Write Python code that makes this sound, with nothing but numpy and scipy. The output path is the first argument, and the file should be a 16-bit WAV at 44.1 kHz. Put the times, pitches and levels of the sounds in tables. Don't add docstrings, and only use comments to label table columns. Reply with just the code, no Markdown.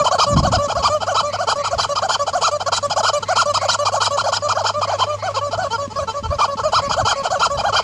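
import sys
import numpy as np
from scipy import signal
from scipy.io import wavfile
from scipy.ndimage import uniform_filter1d

SR = 44100
rng = np.random.default_rng(int(sys.argv[2]) if len(sys.argv) > 2 else 0)


def materialize(psi):
    bounded = np.clip(np.atleast_2d(psi).T, -1, 1)
    quanta = np.round(bounded * 32767).astype(np.int16)
    wavfile.write(sys.argv[1], SR, quanta)


def linear_from_db(decibels):
    return 10 ** (np.asarray(decibels, float) / 20)


N = 345303


def evened(x):
    return x / np.sqrt(np.mean(x ** 2) + 1e-20)


def add(mix, s, sound):
    part = mix[max(round(s * SR), 0):][:len(sound)]
    part += sound[:len(part)]


def at(s, table):
    return np.interp(s, *np.transpose(table))


def colour(points, humps=(), size=2048):
    f, db = np.transpose(points)
    hz = abs(np.fft.fftfreq(size, 1 / SR)) + 1
    db = np.interp(np.log(hz), np.log(f), db) - 60 * np.maximum(np.log2(hz / f[-1]), 0)
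    for centre_hz, width_hz, hump_db in humps:
        db += hump_db * np.exp(-.5 * ((hz - centre_hz) / width_hz) ** 2)
    spectrum = np.exp(np.conj(signal.hilbert(np.log(linear_from_db(db)))))
    return np.fft.ifft(spectrum).real[:size // 2]


def wander(count, hz):
    b, a = signal.butter(2, hz, fs=SR)
    return evened(signal.lfilter(b, a, rng.standard_normal(count + 800))[800:])


def band(x, lo_hz, hi_hz):
    return signal.sosfilt(signal.butter(2, [lo_hz, hi_hz], "band", fs=SR, output="sos"), x)


def tail(t60_s, delay_s):
    t = np.arange(0, .5, 1 / SR)
    taps = rng.standard_normal(len(t)) * linear_from_db(-60 * t / t60_s) * (t >= delay_s)
    return taps / np.linalg.norm(taps)


def reed_beat(hz, turns, wobble, sway, tilt, patchy_db):
    k = np.arange(1, 32)[:, None]
    start, sway_hz = rng.random((2, 31, 1))
    t = np.arange(0, len(hz), 16) / SR - .004
    depth_db = patchy_db * np.clip((k - 1) / 2.4, .1, 1)
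    patches = linear_from_db(depth_db * np.sin(2 * np.pi * (sway + (4 + 16 * sway_hz) * t)))
    patches = np.repeat(patches, 16, axis=1)[:, :len(hz)]
    partials = np.cos(2 * np.pi * (k * turns + 0.48 * start)) * patches * k ** -tilt
    beat = (partials * (k * hz < 14500)).sum(0)
    split = .5 * np.clip((hz - 1400) / 200, 0, 1) * np.clip((2010 - hz) / 230, 0, 1) * linear_from_db(2.5 * wobble)
    return evened(beat * (1 + split * np.cos(np.pi * turns)))


def reed_leak(hz, turns, strain, slide, hiss):
    noise = rng.standard_normal(len(hz))
    thin = 0.45 * np.clip((hz - 1420) / 300, 0, 1)
    noise = (0.8 - thin) * noise + (0.62 + 1.3 * thin) * band(noise, 1520, 13000)
    onset = np.exp(-np.arange(len(hz)) / SR / 0.0052)
    level = hiss * (0.18 + 0.27 * strain + 0.4 * slide + 0.47 * onset)
    return level * (1 + .5 * np.cos(2 * np.pi * turns)) * noise


# (time [s], treble [dB])
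BEAK_FACING = [(0, 1.5), (.9, .3), (2.1, .8), (2.4, 2.8), (3.3, 2.7), (4.2, 2), (4.5, -.8), (5.1, -2.5),
               (5.7, -.5), (6.5, -2.5), (6.9, 0), (7.5, -.2), (7.83, -3.5)]


def squeak(row, lag_s, share, rest_hz, pipe, flat, rise_s, fall_s, jitter, hiss, tilt, swell_db,
           flutter_db, patchy_db, drift):
    s, length_s, db, top_hz, half_width = row
    under_way = s <= .01
    crest = 0 if under_way else lag_s / length_s + share
    t = np.arange(-.004, length_s + .012, 1 / SR)
    age_s = t - t[0]
    push = np.clip(1 - abs((t / length_s - crest) / half_width) ** flat, 0, 1)
    wobble, flutter = wander(len(t), 258), wander(len(t), 103)

    hz = rest_hz + (top_hz - rest_hz) * push
    strain = np.clip((top_hz / rest_hz - 1.06) / 0.23, 0, 1)
    slide = np.clip(uniform_filter1d(abs(np.gradient(hz)) * SR / 45000, 200), 0, 1)
    unsteady = jitter * (0.1 + 0.19 * strain * (1 - 0.61 * push) + slide)
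    hz = hz * (1 - 0.04 * np.exp(-age_s / 0.00928)) * (1 + unsteady * wobble)
    sag = .035 * np.exp((t - length_s) / .009)
    turns = np.cumsum(hz * (1 + drift * flutter - sag)) / SR

    sway = rng.random((31, 1))
    beat = reed_beat(hz, turns, wobble, sway, tilt, patchy_db)
    leak = reed_leak(hz, turns, strain, slide, hiss)
    opening = 1 if under_way else np.clip((age_s - .003) / rise_s, 0, 1)
    edge = opening * np.clip((t[-1] - t) / fall_s, 0, 1) ** 2.4
    drive = edge * linear_from_db(swell_db * uniform_filter1d(push, size=700)) * (beat + leak)

    body = signal.sosfilt(signal.butter(2, 1800, fs=SR, output="sos"), drive)
    drive += (linear_from_db(1.2 * flutter_db * flutter) - 1) * body
    facing_db = at(s, BEAK_FACING)
    dulling_db = -1.5 * np.clip(t / length_s, 0, 1.2) ** 3
    drive += (linear_from_db(facing_db + 0.8 + dulling_db) - 1) * band(drive, 2600, 16000)
    beam_db = 0.75 * facing_db + 3 * np.sin(2 * np.pi * (sway[0] + 9 * t))
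    drive += (linear_from_db(beam_db) - 1) * band(drive, 6360, 10300)
    sound = signal.oaconvolve(drive, pipe)
    return s + t[0], linear_from_db(db) * evened(sound) * np.sqrt(length_s * SR / len(sound))


# (frequency [Hz], gain [dB])
PIPE_OUT = [(250, -40), (480, -9), (1000, -0.5), (1400, -4.5), (1650, -22.5), (2200, -24.5), (3100, -17),
            (5000, -9.5), (7300, -21), (8600, -33.5), (10200, -42), (13000, -67)]
PIPE_IN = [(250, -38), (560, -0.5), (900, 3), (1200, 1), (1520, -5), (1750, -23), (2300, -28), (4300, -19),
           (5900, -15), (7600, -24.5), (8600, -36.5), (10200, -44.5), (13000, -57)]
# (centre [Hz], width [Hz], gain [dB])
HOLLOWS = [(656, 44.3, 6.5), (1422, 36, 4), (2010, 273, -6), (2407, 63, 12), (2770, 28, -1), (3102, 111, 9),
           (3630, 188, -9), (3990, 160, 2.5), (5005, 50, 6), (5650, 560, -4.5), (6880, 177, 4.5),
           (10100, 330, 7), (12300, 500, 10)]
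HOLLOWS_OUT = [(3560, 110, -3), (3130, 120, 1.5), (1850, 120, -4), (4160, 60, -6), (5880, 60, -5),
               (6450, 110, -4), (7500, 70, -4)]
HOLLOWS_IN = [(2620, 70, -5), (4480, 90, 4), (5420, 90, -8)]
# (time [s], length [s], level [dB], top pitch [Hz], push half width [0-1])
FLICKS = [(.038, .064, -15.5, 1052, .28), (.359, .059, -18, 1114, .35), (.679, .066, -21, 829, .24),
          (1.002, .056, -22, 812, .15), (1.324, .052, -22, 755, .33), (1.636, .063, -20.5, 1337, .34),
          (1.951, .059, -19, 1271, .37), (2.263, .052, -20.3, 790, .25), (2.596, .046, -23, 780, .26),
          (2.896, .054, -19.8, 839, .39), (3.223, .03, -23.5, 460, .1), (3.536, .059, -16.5, 1304, .42),
          (3.848, .058, -16.5, 1198, .35), (4.168, .065, -18, 1428, .35), (4.483, .06, -17, 1338, .39),
          (4.809, .057, -18.5, 1234, .37), (5.183, .039, -36.5, 436, .7), (5.508, .063, -22, 700, .2),
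          (5.896, .048, -33, 432, .34), (6.229, .056, -26, 444, .6), (6.568, .059, -22.5, 556, .09),
          (6.891, .072, -19, 1688, .3), (7.23, .063, -20, 755, .22), (7.569, .063, -21, 830, .3)]
# (time [s], length [s], level [dB], top pitch [Hz], push half width [0-1])
WHIPS = [(.181, .079, -13.5, 1280, .35), (.515, .064, -15.5, 755, .38), (.823, .077, -14.5, 1219, .34),
         (1.141, .087, -16, 1350, .34), (1.468, .079, -16.5, 1620, .29), (1.778, .09, -18, 2000, .36),
         (2.085, .087, -17.2, 1760, .42), (2.408, .095, -15.5, 1351, .37), (2.717, .08, -17.5, 2027, .41),
         (3.028, .088, -15.5, 1500, .32), (3.354, .089, -14, 1385, .39), (3.681, .084, -16, 1990, .46),
         (4.001, .093, -16.5, 1928, .34), (4.319, .071, -18, 1930, .48), (4.636, .083, -17.5, 1778, .33),
         (4.983, .077, -16, 1066, .3), (5.340, .067, -20, 550, .25), (5.702, .074, -20.5, 469, .35),
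         (6.07, .058, -22.9, 448, .55), (6.383, .091, -14.7, 1212, .34), (6.719, .094, -14.4, 1338, .39),
         (7.048, .1, -16, 1670, .33), (7.392, .094, -15, 1376, .33), (7.723, .096, -15.5, 1603, .32)]
# (time [s], length [s], level [dB], top pitch [Hz], pull half width [0-1])
GASPS = [(.108, .062, -15.5, 765, .22), (.427, .07, -17, 755, .19), (.749, .072, -19.5, 734, .17),
         (1.064, .076, -19, 763, .24), (1.384, .068, -20, 759, .23), (1.707, .051, -19, 720, .2),
         (2.016, .055, -18, 796, .35), (2.328, .07, -18, 735, .24), (2.659, .039, -18, 713, .16),
         (2.959, .06, -16, 874, .28), (3.281, .061, -16.5, 754, .34), (3.61, .063, -19, 852, .23),
         (3.917, .076, -18, 920, .2), (4.237, .071, -18, 910, .2), (4.549, .081, -19, 1060, .2),
         (4.872, .096, -19.5, 1060, .19), (5.222, .1, -21.5, 774, .3), (5.572, .11, -20.5, 755, .32),
         (5.956, .094, -21.5, 627, .1), (6.302, .063, -21, 589, .26), (6.631, .071, -17, 620, .34),
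         (6.963, .069, -17, 753, .28), (7.3, .086, -18.5, 757, .27), (7.634, .078, -17, 822, .33)]
# (time [s], length [s], level [dB], top pitch [Hz])
SIGHS = [(0.0, .031, -13.3, 615), (.263, .09, -17.5, 584), (.581, .092, -18.5, 582), (.895, .088, -17, 614),
         (1.228, .084, -21, 594), (1.555, .071, -21, 579), (1.889, .051, -19.5, 582),
         (2.191, .052, -18, 581), (2.511, .065, -19, 597), (2.826, .046, -18, 585), (3.13, .062, -17, 594),
         (3.455, .068, -17, 593), (3.787, .058, -18, 591), (4.105, .066, -19.5, 577),
         (4.42, .063, -19, 598), (4.738, .07, -20.5, 598), (5.065, .096, -21.4, 604),
         (5.41, .086, -21.5, 582), (5.779, .087, -23.5, 570), (6.139, .068, -24.1, 576),
         (6.478, .073, -22.5, 566), (6.818, .067, -22.2, 567), (7.154, .071, -22.7, 555),
         (7.499, .069, -21, 574)]
# (time [s], roundness [-], widening [-], crest lag [s])
REBOUND = [(0, 2.2, 1.1, .017), (.75, 1.7, 1.25, .015), (1.4, 1.6, 1.3, .019), (2.0, 2.2, 1.1, .021),
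           (3.0, 1.7, 1.2, .019), (3.3, 2.4, 1.05, .019), (3.6, 1.2, 1.05, .017), (4.25, 1.0, 1.25, .021),
           (4.55, .7, 1.6, .026), (4.9, .7, 1.6, .023), (5.2, 2.6, 1.05, .017), (7.83, 2.5, 1.05, .018)]
# (time [s], share [0-1])
SHAKING = [
    (0, .85),
    (1.5, 1),
    (4.9, 1),
    (5.4, .65),
    (6.4, .65),
    (6.9, .9),
    (7.83, .9),
]


def toy():
    out = np.zeros(N)
    out_rest_hz, in_rest_hz = 440, 560
    pipe_out = colour(PIPE_OUT, HOLLOWS + HOLLOWS_OUT)
    pipe_in = colour(PIPE_IN, HOLLOWS + HOLLOWS_IN)
    pipe_sigh = colour(PIPE_IN, HOLLOWS + HOLLOWS_IN + [(4900, 1100, -2.5)])
    for flick, whip in zip(FLICKS, WHIPS):
        for row, lag_s, share in (flick, -.008, .6), (whip, .004, .46):
            add(out, *squeak(row, lag_s, share, out_rest_hz, pipe_out, flat=2.1, rise_s=0.009,
                             fall_s=.031, jitter=0.062, hiss=.6, tilt=0.33, swell_db=6.5,
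                             flutter_db=2.32, patchy_db=6, drift=.009))
    times, *rebound = np.transpose(REBOUND)
    for sigh, gasp in zip(SIGHS, GASPS):
        flat, widening, lag_s = (np.interp(gasp[0], times, column) for column in rebound)
        row = (*gasp[:-1], gasp[-1] * widening)
        add(out, *squeak(row, lag_s, .22, in_rest_hz, pipe_in, flat=flat, rise_s=0.0075,
                         fall_s=0.023, jitter=.058, hiss=0.64, tilt=0.21, swell_db=3.0,
                         flutter_db=2.1, patchy_db=9.5, drift=.009))
        shake = at(sigh[0], SHAKING)
        sigh_rest_hz = in_rest_hz + .4 * (sigh[-1] - in_rest_hz)
        add(out, *squeak((*sigh, .46), .004, .5, sigh_rest_hz, pipe_sigh, flat=1.9, rise_s=0.0052,
                         fall_s=0.022, jitter=.036 * shake, hiss=.56 * shake, tilt=0.2, swell_db=1.5,
                         flutter_db=1.1, patchy_db=8.5, drift=.007 * shake))
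    return out


# (time [s], peak [dB], pitch [Hz])
SLAPS = [(0.674, -29, 233), (2.88, -37, 201), (2.999, -31, 185), (4.619, -44, 207), (5.494, -32, 256),
         (5.877, -25.5, 228), (6.226, -27.5, 216), (6.555, -28, 203), (6.879, -27, 215),
         (7.221, -31.5, 197), (7.558, -47, 220)]


def slaps():
    out, t = np.zeros(N), np.arange(0, .08, 1 / SR)
    for s, db, hz in SLAPS:
        knock = np.sin(2 * np.pi * hz * t) * np.exp(-t / 0.0044) * (1 - np.exp(-t / 0.0018))
        tick = .12 * band(rng.standard_normal(len(t)), 1500, 4500) * np.exp(-t / .004)
        add(out, s, linear_from_db(db + 10.5) * (knock + tick))
    return out


# (time [s], level [dB])
BIRD_CALLS = [
    (1.28, -47),
    (1.58, -45),
    (3.25, -44),
    (3.57, -43.5),
    (4.85, -46.5),
    (5.18, -47),
    (6.79, -47.5),
    (7.11, -47),
    (7.74, -47),
]


def bird():
    out, t = np.zeros(N), np.arange(0, .1, 1 / SR)
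    for s, db in BIRD_CALLS:
        hz = (1900 + 550 * (t / t[-1]) ** .6) * (1 + 0.06 * wander(len(t), 390))
        turns = np.cumsum(hz) / SR
        call = np.sin(2 * np.pi * turns) + 0.65 * np.sin(4 * np.pi * turns)
        add(out, s, linear_from_db(db) * call * np.hanning(len(t)) ** 0.22)
    return signal.oaconvolve(out, 4.0 * tail(0.29, 0))[:N]


# (time [s], peak [dB], pitch [Hz])
POPS = [
    (0.355, -9, 169),
    (.384, -10, 191),
    (0.405, -10, 131),
    (.474, -13, 170),
    (0.501, -18, 131),
    (.564, -12.5, 95),
    (7.025, -22, 86),
]


def pops():
    out = np.zeros(N)
    for s, db, hz in POPS:
        turns = np.arange(0, 1.22 / hz, 1 / SR) * hz
        add(out, s, linear_from_db(db) * np.sin(2 * np.pi * turns) * np.hanning(len(turns)) ** 0.47)
    return out


# (time [s], peak [dB], 20 dB fall time [s], brightness [dB])
GUSTS = [(0.0, -35, .05, 8), (.37, -24, .06, 14), (.44, -19, .11, -7), (.52, -33, .05, 11),
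         (.57, -14, .035, -8), (.79, -28, .09, -6), (.89, -37, .07, -8), (1.24, -41, .15, -8),
         (1.5, -44, .15, -8), (1.77, -31, .06, -22), (5.58, -40, .08, -4), (5.66, -37, .08, -18),
         (6.02, -35, .08, -9), (6.3, -24, .1, -19), (6.65, -41, .15, -3), (6.79, -33, .07, -23),
         (6.89, -32, .1, -2), (7.025, -22, .06, -13), (7.13, -39, .08, -11), (7.38, -43, .12, -8),
         (7.57, -31.5, .08, -8), (7.7, -36.5, .2, -7)]


def wind():
    t, t_gain = np.arange(N) / SR, np.arange(0, N + 64, 64) / SR
    s, db, fall_s, bright_db = np.transpose(GUSTS)[:, :, None]
    gusts = linear_from_db(db - 20 * abs(t_gain - s) / fall_s)
    lumps_db = 1.8 * wander(N + 64, 6.5)[::64][:len(t_gain)]
    low_gain = linear_from_db(-52 + lumps_db) + gusts.sum(0)
    high_gain = linear_from_db(-45.5 + lumps_db) + (gusts * linear_from_db(bright_db)).sum(0)
    low = evened(band(rng.standard_normal(N), 56, 114)) * linear_from_db(1.4 * wander(N, 42))
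    high = evened(band(band(rng.standard_normal(N), 75, 217), 60, 347)) * linear_from_db(2.45 * wander(N, 23))
    return np.interp(t, t_gain, low_gain) * low + np.interp(t, t_gain, high_gain) * high


# (time [s], pitch [Hz], level [dB])
HUM = [
    (0, 101, -42),
    (1, 100, -38),
    (1.6, 100, -41),
    (2.5, 100, -42),
    (3.5, 101, -37),
    (4.6, 101, -36.5),
    (5.7, 100.5, -37),
    (6.2, 99, -43),
    (7, 100, -47),
    (7.83, 101, -47),
]


def hum():
    s, hz, db = np.transpose(HUM)
    t = np.arange(N) / SR
    turns = np.cumsum(np.interp(t, s, hz) + 1.3 * wander(N, 6)) / SR
    level_db = np.interp(t, s, db) + 1.3 * wander(N, 8)
    return np.sqrt(2) * linear_from_db(level_db) * np.sin(2 * np.pi * turns)


# (frequency [Hz], density [dB per Hz])
AIR = [(71, -15), (120, -33.5), (349, -21), (434, -11.5), (866, -23.5), (1120, -8), (1290, -27.5),
       (1570, -25), (7030, -28), (13500, -59)]


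def air():
    hiss = signal.oaconvolve(rng.standard_normal(N), colour(AIR))[:N]
    return evened(hiss) * linear_from_db(-42 + 1.8 * wander(N, 9))


def scene():
    near = toy() + slaps()
    bounce = np.r_[np.zeros(240), near[:-240]]
    echoes = signal.oaconvolve(near, tail(0.1, 0.036))[:N]
    paddock = bird() + wind() + pops() + hum() + air()
    return (near + linear_from_db(-30) * bounce + linear_from_db(-25) * echoes + paddock)[None]


# (centre [Hz], width [Hz], gain [dB])
HOUSING = [(3720, 48, -12), (8900, 197, -11), (8960, 40, -8), (11300, 120, -15), (11700, 150, -4),
           (14100, 500, -57)]


def housing(x):
    return signal.oaconvolve(x, colour([(100, 0.0093), (15000, 0.0077)], HOUSING))[None, :N]


def top_cut(x):
    return signal.sosfilt(signal.butter(12, 13750, fs=SR, output="sos"), x)


def record(dry):
    rounded = .95 * np.tanh(dry[0] / .95)
    return top_cut(housing(rounded))


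dry = scene()
out = record(dry)
materialize(out)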